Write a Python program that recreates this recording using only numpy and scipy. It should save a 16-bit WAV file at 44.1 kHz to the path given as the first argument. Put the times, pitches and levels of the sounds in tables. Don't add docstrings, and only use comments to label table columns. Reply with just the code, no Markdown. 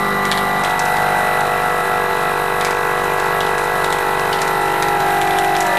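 import sys
import numpy as np
from scipy import signal
from scipy.io import wavfile

SR = 44100
rng = np.random.default_rng(int(sys.argv[2]) if len(sys.argv) > 2 else 0)


def transcribe(u):
    v = np.clip(np.atleast_2d(u).T, -1, 1)
    q = np.round(v * 32767).astype(np.int16)
    wavfile.write(sys.argv[1], SR, q)


def decibels_to_gain(level_db):
    exponent = np.asarray(level_db, float) / 20
    return 10 ** exponent


N = 254898

# (time [s], speed [turns/s])
SPEED = [
    (0.0, 49.37),
    (0.3, 49.2),
    (1.3, 48.78),
    (2.3, 48.52),
    (3.8, 48.43),
    (4.7, 48.25),
    (5.25, 47.95),
    (5.5, 47.88),
    (5.65, 47.69),
    (5.78, 47.13),
]
# (time [s], peak level [dB], ring pitch [Hz], level of the broad part [dB])
SNAPS = [(.253, -6.5, 3160, -0.5), (0.3157, -0.5, 2980, -6), (.3224, -6.5, 3100, -9), (.637, -15, 3360, 4),
         (.6473, -9, 2900, -7), (.7932, -20.5, 5560, 7), (.968, -15.5, 3580, -2), (1.4074, -22, 3940, 6),
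         (2.611, -7.5, 3080, -3.5), (2.6483, -14, 4040, 5), (3.043, -19, 6900, -10),
         (3.2003, -17.5, 3620, 5), (3.4058, -8.5, 3200, -20), (3.581, -23.5, 3880, 9.5),
         (3.844, -10.5, 3260, -4), (3.926, -6, 3130, -2.5), (4.1966, -16, 3670, -5),
         (4.3284, -9.5, 3160, -12), (4.4172, -12.5, 4300, 3), (4.825, -3, 3260, -3), (5.004, -13, 3280, -6),
         (5.1063, -18, 3080, -3), (5.2152, -6, 2880, -6), (5.3082, -11, 3000, -15), (5.3865, -4, 2970, -5),
         (5.4933, -17, 3120, -11), (5.5518, -11, 2890, -10), (5.566, -16, 5200, 3), (5.6057, -11, 6500, -5),
         (5.7714, -6, 2760, -15)]
RIPPLE_HZ = 119.94


def rms_one(x):
    return x / np.sqrt(np.mean(x ** 2) + 1e-20)


def band(x, low_hz, high_hz):
    return signal.sosfilt(signal.butter(2, [low_hz, high_hz], "band", fs=SR, output="sos"), x)


def resonance(x, hz, width_hz):
    r = np.exp(-np.pi * width_hz / SR)
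    feedback = [1, -2 * r * np.cos(2 * np.pi * hz / SR), r * r]
    return signal.lfilter(np.array([1, 0, -1]) * (1 - r * r) / 2, feedback, x)


def drift(rate_hz, size):
    knots = rng.standard_normal(int(size / SR * rate_hz * 2) + 2)
    place = np.arange(size) / SR * rate_hz * 2
    return np.interp(place, np.arange(len(knots)), knots) * np.sqrt(3 / 2)


def lost_samples():
    # (time [s], lost shaft rotation [turns])
    skips = [(.21, 1), (.63, 1), (1.05, 1), (1.43, 1), (1.83, .59), (2.085, .59), (2.35, 1), (2.76, 1),
             (3.16, 1), (3.57, 1), (3.99, 1), (4.385, 1.475), (4.6, 1), (4.985, 1.475), (5.2, 1), (5.64, 1)]
    at, turns = np.transpose(skips)
    speed = np.interp(at, *np.transpose(SPEED))
    return (at * SR).astype(int), np.round(turns / speed * SR).astype(int)


def in_kitchen_time(rows):
    at, lost = lost_samples()
    repeats = 1 + np.bincount(at, lost, N).astype(int)
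    heard_s = np.repeat(np.arange(N), repeats) / SR
    s, *columns = np.transpose(rows)
    return [np.interp(heard_s, s, column) for column in columns]


def drop_pieces(x, fade_s):
    at, lost = lost_samples()
    out, shift, now = x[:N].copy(), 0, np.arange(N)
    for start, gap in zip(at, lost):
        shift += gap
        new = np.clip((now - start) / (fade_s * SR) + .5, 0, 1)
        out = (1 - new) * out + new * x[shift:shift + N]
    return out


def shaft(seconds):
    turns = np.cumsum(in_kitchen_time(SPEED)[0]) / SR
    beat = 2 * np.pi * (5 * turns - 2 * RIPPLE_HZ * seconds)
    return turns + .0042 * np.sin(beat + 1.8) + .0040 * np.sin(2 * beat - 2.7)


def strokes(turns, seconds, load, ripple_depth, unsteady_db):
    # (multiple of shaft speed [-], free rms [dB], pulling rms [dB], tight rms [dB])
    stroke_overtones = [(3, -37, -40, -37), (4, -32, -42.5, -37), (5, -39, -41.5, -49),
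                        (7, -37.5, -36.5, -35), (8, -27.5, -31, -32), (9, -33.5, -33, -38),
                        (10, -31, -31, -43.5), (11, -34.5, -43.5, -45), (12, -39, -46.5, -54),
                        (13, -41, -35.5, -38), (14, -31, -33, -32.5), (15, -29.5, -26.5, -27),
                        (16, -37, -46.5, -29), (17, -30.5, -27.5, -25.5), (18, -36, -29, -34),
                        (19, -40, -31.5, -37.5), (20, -45, -37.5, -31), (21, -33.5, -33, -42),
                        (22, -36, -38, -36.5), (23, -39, -32.5, -47), (24, -27.5, -38, -50),
                        (26, -38, -38.5, -40), (27, -36, -29, -45), (28, -43, -34, -31),
                        (29, -32, -33.5, -53), (30, -47, -50.5, -65), (31, -43, -35.5, -39),
                        (32, -44, -41, -52), (33, -41, -47, -36), (34, -54, -32.5, -40)]
    # (multiple of shaft speed [-], rms [dB])
    grip_overtones = [(3, -39), (4, -36.5), (7, -38), (8, -33), (9, -34.5), (12, -38.5), (13, -33.5),
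                      (14, -35.5), (15, -27), (16, -34), (18, -31), (21, -44), (24, -41), (26, -36.5),
                      (27, -39), (30, -47), (32, -32.5), (34, -39)]
    # (multiple of shaft speed [-], rms [dB])
    labour_overtones = [(4, -35), (12, -33), (13, -36), (15, -23.5), (20, -27.5), (25, -34), (29, -34),
                        (34, -39), (36, -33), (37, -31)]
    faint_low_db, faint_db, labour_sink_db = -49, -43.5, -3.5

    listed = {round(k): db for k, *db in stroke_overtones}
    gripping = {round(k): db for k, db in grip_overtones}
    singing = {round(k): db for k, db in labour_overtones}
    ripple = np.cos(2 * np.pi * RIPPLE_HZ * seconds)
    smear = np.clip(.3 + .6 * np.abs(load - 1), 0, 1)
    out = 0
    for k in range(1, 40):
        free, pull, tight = listed.get(k, [faint_db if k > 6 else faint_low_db] * 3)
        labour = singing.get(k, tight + labour_sink_db)
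        level_db = np.interp(load, [0, .5, 1, 2, 3], [free, gripping.get(k, pull), pull, tight, labour])
        gain = decibels_to_gain(level_db + unsteady_db / 2 * drift(3, len(load)))
        lag = 2.65 * k + .075 * max(k - 17, 0) ** 2 + rng.normal(0, .4)
        lag = lag + smear * (.3 if k < 10 else 1.4) * rng.uniform(-np.pi, np.pi)
        out = out + gain * (1 + ripple_depth * k * ripple) * np.cos(2 * np.pi * k * turns - lag)
    return np.sqrt(2) * out


def bag(crack_s, tail_s, tail_db):
    dull_db, sharp_db = -2, -12
    after_s, after_db = .004, -7
    out, age = np.zeros(N + 4000), np.arange(4000) / SR
    noises = rng.standard_normal((len(SNAPS), 4001))
    for (s, peak_db, hz, broad_db), noise in zip(SNAPS, noises):
        again = age - after_s * decibels_to_gain(2 * noise[-1])
        shape = np.exp(-age / crack_s) + decibels_to_gain(tail_db) * np.exp(-age / tail_s)
        shape = shape + decibels_to_gain(after_db) * (again > 0) * np.exp(-np.abs(again) / crack_s)
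        burst = shape * noise[:-1]
        parts = [(resonance(resonance(burst, hz, 0.5 * hz), hz, hz), 0),
                 (band(burst, 1740, 2560), broad_db + dull_db),
                 (band(burst, 3730, 9100), broad_db),
                 (band(burst, 13000, 21000), broad_db + sharp_db)]
        snap = sum(decibels_to_gain(db) * part / np.abs(part).max() for part, db in parts)
        out[round(s * SR):][:4000] += decibels_to_gain(peak_db) * snap
    return out[:N]


def rustle(level_db):
    at_rest_per_s, after_snap_per_s, settle_s = 27, 70, .15
    since = np.arange(N) / SR - np.array(SNAPS)[:, :1]
    stirred = np.sum((since > 0) * np.exp(-np.abs(since) / settle_s), axis=0)
    born = rng.random(N) < (at_rest_per_s + after_snap_per_s * stirred) / SR
    strength = decibels_to_gain(2.0 * np.minimum(rng.exponential(1, N), 3.0))
    creases = born * strength * rng.choice([-1, 1], N) + 1e-18
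    pitches, dealt = np.geomspace(2300, 7500, 8), rng.integers(0, 8, N)
    out = 0
    for k, hz in enumerate(pitches):
        out = out + resonance(creases * (dealt == k), hz, 0.45 * hz) * 9000 / hz
    return decibels_to_gain(level_db) * out


def hiss(turns, puff_db, patchy_db):
    # (pitch [Hz], noise level [dB per Hz])
    hiss_levels = [(30, -16), (75, -22.5), (164, -11.5), (284, -23), (420, -12.5), (600, -11), (900, -3),
                   (1500, -8.5), (2000, -8.5), (2800, -21.5), (5500, -30), (9000, -26.5), (12000, -26.5),
                   (15300, -28)]
    # (pitch [Hz], width [Hz], level [dB])
    housing_peaks = [(2560, 320, -6.5), (4080, 450, 5.5), (7460, 150, 0), (9050, 160, 2.5), (10720, 51, 9),
                     (11500, 68, 8.5), (13000, 150, 2), (8900, 110, -3), (3100, 37, 6), (2400, 32, 7),
                     (2345, 100, -9), (1270, 37, -2.5), (1813, 75, -7)]
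    hz_points, db_points = np.transpose(hiss_levels)
    edges = 30 * 2 ** np.arange(0, 9.1, .5)
    white, out = rng.standard_normal((2, len(turns))), 0
    for k, (low, high) in enumerate(zip(edges, edges[1:])):
        level_db = np.interp(np.log(low * high) / 2, np.log(hz_points), db_points)
        gain = decibels_to_gain(level_db + patchy_db * drift(12, len(turns)))
        out = out + gain * band(white[k % 2], low, high)
    out = out + sum((decibels_to_gain(db) - 1) * resonance(out, hz, width) for hz, width, db in housing_peaks)
    out = out - .4 * band(out, 450, 1800)
    return rms_one(out * decibels_to_gain(puff_db * np.cos(2 * np.pi * (turns - .3))))


def valve(turns, open_at, ring_hz):
    ticks = np.diff(np.floor(turns - open_at), prepend=0).clip(0, 1)
    ticks = ticks * decibels_to_gain(0.5 * drift(27, len(turns)))
    return rms_one(resonance(resonance(ticks + 1e-18, ring_hz, 190), ring_hz, 330))


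def supply(turns, seconds, whine_db):
    # (multiple of ripple [-], multiple of shaft speed [-], rms [dB])
    hum_tones = [(1, 0, -48), (1, 1, -40.5), (1, 2, -51), (2, 0, -54), (1, 5, -57.5), (3, 0, -43),
                 (2, 3, -50.5), (4, 0, -63)]
    # (multiple of whine [-], multiple of ripple [-], rms [dB])
    whine_partials = [(1, 0, -28.5), (1, -1, -52), (1, 1, -41), (1, .5, -43), (2, 0, -44.5), (2, -1, -48.5),
                      (2, 1, -44.5)]
    whine_hz, hum, whine = 1969.4, 0, 0
    for m, k, db in hum_tones:
        hum = hum + decibels_to_gain(db) * np.cos(2 * np.pi * (m * RIPPLE_HZ * seconds + k * turns) + k)
    for w, m, db in whine_partials:
        whine = whine + decibels_to_gain(db) * np.cos(2 * np.pi * (w * whine_hz + m * RIPPLE_HZ) * seconds)
    return np.sqrt(2) * (hum + decibels_to_gain(whine_db) * whine)


def scene():
    # (time [s], load stage [-], effort level [dB])
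    vacuum = [(0, 0, 0.5), (.6, 0, 1), (.66, 1, 0), (1.1, 0.43, 2), (1.55, 0.87, 1), (1.8, 1, 0.5),
              (2.8, 1, 0.5), (3.4, 1, 1), (4.4, 1.25, 1.5), (5.15, 1.84, 2.5), (5.23, 2, 2.5),
              (5.55, 2, 1.5), (5.68, 3, 2.5), (5.78, 3, 3)]
    load, effort_db = in_kitchen_time(vacuum)
    seconds = np.arange(len(load)) / SR
    turns = shaft(seconds)

    pump = decibels_to_gain(effort_db) * strokes(turns, seconds, load, ripple_depth=0.0079, unsteady_db=1.75)

    air = decibels_to_gain(-27 + 0.65 * effort_db) * hiss(turns, puff_db=1.25, patchy_db=1.38)
    air += decibels_to_gain(-37.5) * np.clip(load * 1.54, 0, 1) * valve(turns, open_at=0.42, ring_hz=2558)
    air += decibels_to_gain(-46.5) * valve(turns, open_at=0.3, ring_hz=3670)

    sag_db = -4 / (1 + np.exp((1.6 - seconds) / 0.095))
    whine_db = 1.5 + sag_db + 4.5 * np.clip(load - 2, 0, 1)

    sealer = drop_pieces(pump + supply(turns, seconds, whine_db) + air, fade_s=0.026)
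    snaps = bag(crack_s=0.00065, tail_s=0.032, tail_db=-18)
    return (sealer + rustle(level_db=-23) + snaps)[None]


def roll_off(x):
    return signal.sosfilt(signal.butter(12, 15790, fs=SR, output="sos"), x)


def record(dry):
    echo_s, echo_db, cutoff_hz, offset = .06, -7, 15800, 0.01
    lag = round(echo_s * SR)
    echo = np.concatenate([dry[:, lag:2 * lag], dry[:, :-lag]], axis=1)
    wet = dry + decibels_to_gain(echo_db) * echo
    wet = 0.92 * np.tanh(wet / 0.96)
    wet = signal.sosfilt(signal.cheby2(10, 60, cutoff_hz, fs=SR, output="sos"), wet) + offset
    return roll_off(wet)


dry = scene()
out = record(dry)
transcribe(out)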